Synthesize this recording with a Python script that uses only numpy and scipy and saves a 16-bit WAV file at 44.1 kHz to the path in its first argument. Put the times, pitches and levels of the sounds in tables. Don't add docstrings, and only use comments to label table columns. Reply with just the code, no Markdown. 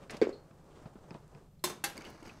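import sys
import numpy as np
from scipy import signal
from scipy.fft import rfft, irfft
from scipy.io import wavfile
from scipy.ndimage import uniform_filter1d

SR = 44100
rng = np.random.default_rng(int(sys.argv[2]) if len(sys.argv) > 2 else 0)


def to_wav(s):
    ch = np.atleast_2d(s).T
    pcm = np.round(np.clip(ch, -1, 1) * 32767)
    wavfile.write(sys.argv[1], SR, pcm.astype(np.int16))


def boost(x):
    u = np.asarray(x, float) / 20
    return 10 ** u


N = 105840

# frequency in Hz, t60 in seconds.
ROOM_T60 = [(200, 0.2), (1000, 0.63), (4000, 0.41), (12000, 0.22)]


def at_hz(points, hz):
    p = np.array(points)
    return np.interp(np.log(np.maximum(hz, 1)), np.log(p[:, 0]), p[:, 1])


def in_time(rows):
    s, db = np.transpose(rows)
    return boost(np.interp(np.arange(N) / SR, s, db))


def rms_one(x):
    return x / np.sqrt(np.mean(x ** 2) + 1e-20)


def noise():
    return rng.standard_normal(N)


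def colour(x, spectrum):
    gain = boost(at_hz(spectrum, np.arange(N // 2 + 1) * SR / N))
    return irfft(rfft(x) * rms_one(gain), N)


def rippled(x):
    ripple_db, ripple_hz = 2.5, 40
    size = max(int(ripple_hz * N / SR), 3)
    bumps = uniform_filter1d(rng.standard_normal(N // 2 + 1), size=size)
    bumps = rms_one(uniform_filter1d(bumps, size=size))
    return irfft(rfft(x) * rms_one(boost(ripple_db * bumps)), N)


def drift(rate):
    r = np.exp(-2 * np.pi * rate / SR)
    settle = 9000
    slow = signal.lfilter([1], [1, -2 * r, r * r], rng.standard_normal(N + settle))
    return rms_one(slow[settle:])


def fall(start, t60):
    out, i, t60 = np.zeros(N), int(start * SR), max(t60, .002)
    steps = np.arange(min(N - i, int(1.5 * t60 * SR)))
    out[i:i + len(steps)] = np.exp(-np.log(1000) * steps / SR / t60)
    return out


def click(s, db):
    x = np.zeros(N)
    x[(np.asarray(s) * SR).astype(int)] = boost(db)
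    return x


def ring(clicks, hz, t60):
    r, w = boost(-60 / (t60 * SR)), 2 * np.pi * hz / SR
    return signal.lfilter([0, np.sin(w)], [1, -2 * r * np.cos(w), r * r], clicks + 1e-18)


def strike(rows, modes, spread_db):
    s, db = np.transpose(rows)
    luck = rng.standard_normal((len(s), len(modes)))
    out = 0
    for k, (hz, level_db, t60) in enumerate(modes):
        hits = click(s, db + level_db + spread_db * luck[:, k])
        out = out + (-1) ** k * ring(hits, hz, t60)
    return out


def dying_noise(starts, spectrum, t60s):
    out, edges = 0, 130 * 2 ** np.arange(0, 7.1, .5)
    white = [rippled(colour(noise(), spectrum)) for _ in range(2)]
    for k, (low, high) in enumerate(zip(edges, edges[1:])):
        sos = signal.butter(2, [low, high], "band", fs=SR, output="sos")
        band = signal.sosfilt(sos, white[k % 2])
        t60 = at_hz(t60s, np.sqrt(low * high))
        out = out + band * sum(boost(db) * fall(s, t60) for s, db in starts)
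    return out


def sliding_grains():
    grains_per_s = 3500
    sizes = boost(4.5 * np.minimum(rng.exponential(1, N), 3)) * rng.choice([-1, 1], N)
    grains = sizes * (rng.random(N) < grains_per_s / SR)
    return .7 * rms_one(grains) + .7 * noise()


def room_air():
    # frequency in Hz, density in dB per Hz.
    air_spectrum = [(15, -3), (50, -1), (95, -3), (150, 2.5), (300, -17.5), (1200, -41.5), (4000, -38.5),
                    (16000, -42)]
    return boost(-60) * colour(noise(), air_spectrum)


def sleeve():
    # time in seconds, level in dB.
    motion = [(.3, -59), (.55, -64), (.8, -57), (.92, -62), (1.15, -57), (1.27, -63), (1.38, -59),
              (1.52, -72.5), (1.7, -75.5)]
    # frequency in Hz, density in dB per Hz.
    cloth = [(120, -11), (250, -2.5), (400, 1.5), (1200, -9), (2200, -22), (4000, -26.5), (8500, -27),
             (12000, -50)]
    flutter = boost(1.2 * drift(20))
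    return in_time(motion) * flutter * boost(-0.5) * colour(noise(), cloth)


def hand_rub():
    # time in seconds, level in dB.
    motion = [(0, -69.5), (.04, -51), (.08, -108), (.095, -75), (.099, -48), (.15, -43.5), (.18, -51),
              (.205, -59.5), (.23, -83.5)]
    # frequency in Hz, density in dB per Hz.
    plastic = [(90, -15.5), (150, -5), (600, -5), (1200, -16), (2700, -19), (8000, -37), (14000, -50)]
    uneven = boost(1.2 * drift(40))
    return uneven * in_time(motion) * colour(sliding_grains(), plastic)


def ticks():
    # start in seconds, level in dB,
    # centre in Hz, t60 in seconds.
    contacts = [(0.032, -77, 2400, .05), (0.097, -37.5, 1900, 0.15), (0.107, -41.5, 4700, 0.053),
                (.143, -55, 4000, .015), (.168, -48, 4800, 0.045), (.511, -57, 800, .02),
                (.70, -67, 2500, 0.34), (.757, -64.5, 3280, 0.29), (0.855, -61, 2200, 0.016),
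                (.945, -71, 11000, 0.0091), (.955, -70, 2500, 0.013), (1.143, -50.5, 2500, 0.018),
                (1.185, -74, 7800, .01), (1.279, -66, 6800, 0.011), (2.101, -60, 10000, 0.04)]
    snap = 0.77
    out, grit = 0, noise()
    for s, db, hz, t60 in contacts:
        b, a = signal.iirpeak(hz, 1, fs=SR)
        burst = grit * fall(s, t60) + snap * click([s], 0) + 1e-18
        out = out + boost(db + 5.5) * signal.lfilter(b, a, signal.lfilter(b, a, burst))
    return out


def tweezer_tips():
    # time in seconds, level in dB.
    touches = [(.0965, -54), (.1060, -49), (.1435, -51), (.1680, -55), (.5110, -64), (1.1074, -47.5),
               (1.1079, -63), (1.1450, -59), (1.3490, -56), (1.3500, -63), (2.2255, -63)]
    # frequency in Hz, level in dB, t60 in seconds.
    tip_modes = [(910, -1, 0.017), (1700, -4.5, 0.01), (2500, 1, 0.015), (3400, -19, 0.0035),
                 (4370, -11.5, .014), (5200, -7, 0.015), (6360, -14, .008), (7840, -20, .008)]
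    return strike(touches, tip_modes, spread_db=2.5)


def thumps():
    # time in seconds, level in dB, pitch in Hz.
    pushes = [
        (0.145, -45, 198),
        (.510, -48, 217),
        (0.857, -39.5, 149),
        (.955, -44.5, 214),
        (1.111, -39, 170),
        (1.148, -38.5, 143),
        (1.352, -47, 133),
        (1.986, -45.5, 215),
        (2.225, -43.5, 326),
    ]
    # frequency in Hz, density in dB per Hz.
    puff = [(150, -1), (350, 1), (900, -3.5), (2500, -23.5), (5000, -25.5), (9000, -72)]
    out = colour(noise(), puff) * sum(boost(db - 9) * fall(s, 0.13) for s, db, hz in pushes)
    out = signal.sosfilt(signal.butter(2, 5000, fs=SR, output="sos"), out)
    for s, db, hz in pushes:
        push = signal.lfilter(np.hanning(90) / 44.5, 1, -click([s], db))
        velocity = np.gradient(push) * SR / (2 * np.pi * hz)
        out = out + ring(velocity, hz, 0.075)
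        out = out + boost(-8) * ring(push, 1.5 * hz, 0.09)
        out = out + boost(-25) * ring(push, 5.4 * hz, 0.012)
    return out


def tub():
    # time in seconds, peak in dB, extra treble in dB.
    knocks = [
        (0.2154, -14, -1),
        (.2203, -41.5, 24),
        (0.244, -30, -6.5),
        (0.2703, -25, -12),
        (0.292, -30.5, -1.5),
    ]
    # frequency in Hz, level in dB, t60 in seconds.
    wall_modes = [(259.3, -15.5, 0.18), (347.6, 3.5, 0.036), (490.4, 2, 0.037), (523.5, -13, 0.12),
                  (747, -16.5, 0.025), (1576, -21, 0.075), (2060, -27, 0.022), (2213, -25.5, 0.077),
                  (2350, -29, 0.065), (3650, -26, .04), (4620, -10, 0.01)]
    # frequency in Hz, level in dB, t60 in seconds.
    cavity = (417, 0.92, 0.091)
    # frequency in Hz, density in dB per Hz.
    rattle_spectrum = [(300, -20), (700, 11), (2200, 9), (3300, -1), (5000, -3), (8300, -20), (9500, -42),
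                       (16000, -50)]
    # time in seconds, level in dB.
    crackles = [(.2155, -46), (.2206, -46), (.2260, -50), (.2332, -50), (.2418, -50.5), (.2470, -59),
                (.2620, -61), (.2700, -64), (.2780, -58), (.2840, -59), (.2932, -52), (.2965, -58.5)]
    # frequency in Hz, level in dB, t60 in seconds.
    rim_modes = [(4580, -4.5, 0.022), (5380, -6, .008), (6570, -2.5, .008), (7560, -2.5, 0.0062),
                 (8670, -12.5, 0.0031)]
    held = .45
    flip_hz = 400
    s, db, treble_db = np.transpose(knocks)
    wall = 0
    for rows, damping in [(slice(0, 2), 1), (slice(2, None), held)]:
        for hz, level_db, t60 in wall_modes + [cavity]:
            lag_s = .00075 if hz == cavity[0] and damping == 1 else 0
            hit_db = db + treble_db * (hz > 1000)
            hit = signal.lfilter(np.hanning(12) / 5.5, 1, click(s[rows] + lag_s, hit_db[rows]))
            wall = wall + np.sign(flip_hz - hz) * boost(level_db) * ring(hit, hz, t60 * damping)
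    wall = signal.sosfilt(signal.butter(1, 90, "high", fs=SR, output="sos"), wall)
    rattle_fall = sum(boost(d + e - db[0]) * fall(t, 0.15) for t, d, e in knocks)
    rattle = boost(-41.5 + 2 * drift(150)) * colour(noise(), rattle_spectrum) * rattle_fall
    echoes = [(s[0] + 0.0079, db[0] - 19), (s[3] + 0.0046, db[0] - 32.5)]
    echo_spectrum = [(120, -11), (250, 1.0), (450, 4.5), (700, -19.0), (2000, -35.0), (9000, -51)]
    room = dying_noise(echoes, echo_spectrum, ROOM_T60)
    return wall + rattle + room + strike(crackles, rim_modes, spread_db=4)


def pings():
    starts = [.3265, 1.593, 2.010, 2.042, 2.050, 2.098, 2.255, 2.293, 2.386]
    # level in dB, frequency in Hz, t60 of the drive in seconds.
    rings = [(-61.5, 4300, 0.26), (-72, 4200, 0.055), (-55.5, 2310, 0.13), (-54, 2630, 0.051),
             (-55, 2920, 0.17), (-67, 15400, .06), (-54.5, 2300, 0.028), (-48.5, 2580, 0.051),
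             (-80, 3700, 0.1)]
    blur_s = .016
    out, grit = 0, noise()
    for s, (db, hz, t60) in zip(starts, rings):
        out = out + boost(db - 11) * ring(grit * fall(s, t60), hz, blur_s)
    return out


def clacks():
    # time in seconds, level in dB, bounce delay in seconds, bounce level in dB.
    landings = [
        (1.639, -24.5, .058, -19),
        (1.8390, -28, 0.059, -27),
    ]
    # frequency in Hz, level in dB, t60 in seconds.
    first_tool = [(200.4, -4, 0.2), (361.3, 4, 0.21), (975, 1.5, .06), (603, -2.5, 0.099), (1070, 7, 0.072),
                  (2073, 1, 0.045), (3580, -6, 0.32), (4116, 1.5, 0.11), (5150, 2, 0.07), (6240, -9, 0.27),
                  (7957, 0, 0.11), (8330, -10, 0.077), (11130, -11, 0.13), (11130, 2.5, 0.044)]
    second_tool = [(332.5, -0.5, 0.11), (810, 2.5, 0.19), (1567, 9.5, 0.036), (1610, -4, 0.23),
                   (2090, 0.5, 0.096), (2650, 4, 0.078), (3400, -1, .08), (4097, -5, 0.13),
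                   (4500, 0.5, 0.12), (6040, -5, .13), (6980, 2.5, .07), (8940, 4.5, 0.049),
                   (10590, 3, 0.056), (11750, 5, 0.032)]
    ring_levels = [-36.5, -38]
    # frequency in Hz, density in dB per Hz.
    first_sheet = [(120, -11.5), (250, -9), (600, -12.5), (1040, -2.5), (1500, -9.5), (3000, -12),
                   (9000, -6), (15500, -11.5)]
    second_sheet = [(120, -11.5), (330, -8), (600, -8), (1500, -1.5), (2700, -5), (6000, -6), (11500, -4),
                    (15500, -13)]
    # frequency in Hz, t60 in seconds.
    sheet_t60 = [(200, 0.76), (1000, 0.22), (4000, 0.16), (12000, 0.047)]
    room_db = -14
    out = 0
    for (s, db, later, bounce_db), modes, ring_db, sheet in zip(
            landings, [first_tool, second_tool], ring_levels, [first_sheet, second_sheet]):
        contacts = [(s + 0.00072, db - 5), (s + 0.003, db - 14), (s + later, db + bounce_db)]
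        out = out + dying_noise(contacts, sheet, sheet_t60)
        out = out + dying_noise([(s + 0.0049, db + room_db)], sheet, ROOM_T60)
        hits = click([s, s + later], [ring_db, ring_db + bounce_db])
        for k, (hz, level_db, t60) in enumerate(modes):
            out = out + (-1) ** k * boost(level_db) * ring(np.roll(hits, 9 * k), hz, t60)
    return out


def tool_slide():
    # time in seconds, level in dB.
    motion = [(1.9, -100), (1.96, -52), (2.015, -51.5), (2.035, -54), (2.055, -50.5), (2.11, -51.5),
              (2.17, -58.5), (2.24, -57), (2.258, -50.5), (2.3, -53.5), (2.325, -56.5), (2.4, -60.5)]
    # frequency in Hz, density in dB per Hz.
    steel = [(90, -4.5), (300, 0), (1200, -10), (2500, -18.5), (3700, -22), (5000, -18), (7000, -23.5),
             (15500, -41)]
    # frequency in Hz, level in dB, t60 in seconds.
    sing_modes = [(1730, -39, .02), (2360, -34.5, 0.0086), (2900, -35, .012), (4800, -35, .008),
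                  (6500, -38, 0.0078)]
    grains = sliding_grains()
    sings = sum(boost(db) * ring(grains, hz, t60) for hz, db, t60 in sing_modes)
    uneven = boost(1.2 * drift(40))
    return uneven * in_time(motion) * (sings + colour(grains, steel))


def steel_taps():
    # time in seconds, level in dB.
    contacts = [(1.9698, -49), (1.9781, -44), (2.0080, -57), (2.0120, -62), (2.0208, -57), (2.0505, -54.5),
                (2.0570, -61), (2.0755, -71), (2.2295, -59.5), (2.2540, -67), (2.2650, -57), (2.2790, -57),
                (2.2950, -65)]
    # frequency in Hz, level in dB, t60 in seconds.
    tap_modes = [(2200, 1.5, 0.027), (2990, 0.5, 0.013), (4620, 2, 0.015), (5200, -1, 0.01),
                 (6550, -2, 0.012), (8470, 3.5, 0.0032), (10600, -6, 0.0037), (12600, -7, .005),
                 (14600, -6, .005)]
    return strike(contacts, tap_modes, spread_db=3.5)


def scene():
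    # frequency in Hz, density in dB per Hz.
    side_hiss = [(700, -60), (1500, 0), (2200, -9), (3000, -6), (8000, -9), (15500, -8)]
    mid = room_air() + sleeve() + hand_rub() + ticks() + tweezer_tips() + thumps()
    mid = mid + tub() + pings() + clacks() + tool_slide() + steel_taps()
    high = signal.sosfilt(signal.butter(4, 800, "high", fs=SR, output="sos"), mid)
    bright = high + .8 * np.diff(high, prepend=0)
    side = boost(-30) * signal.lfilter([-.6, 0, 0, 1], [1, 0, 0, -.6], bright)
    side = side + boost(-86) * colour(noise(), side_hiss)
    return np.array([mid + side, mid - side])


def band_limit(x):
    return signal.sosfilt(signal.butter(12, 17000, fs=SR, output="sos"), x)


def record(dry):
    top_hz = 15800
    low_pass = signal.cheby2(10, 50, top_hz * 1.04, fs=SR, output="sos")
    mix = signal.sosfilt(low_pass, dry)
    return band_limit(mix)


dry = scene()
out = record(dry)
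to_wav(out)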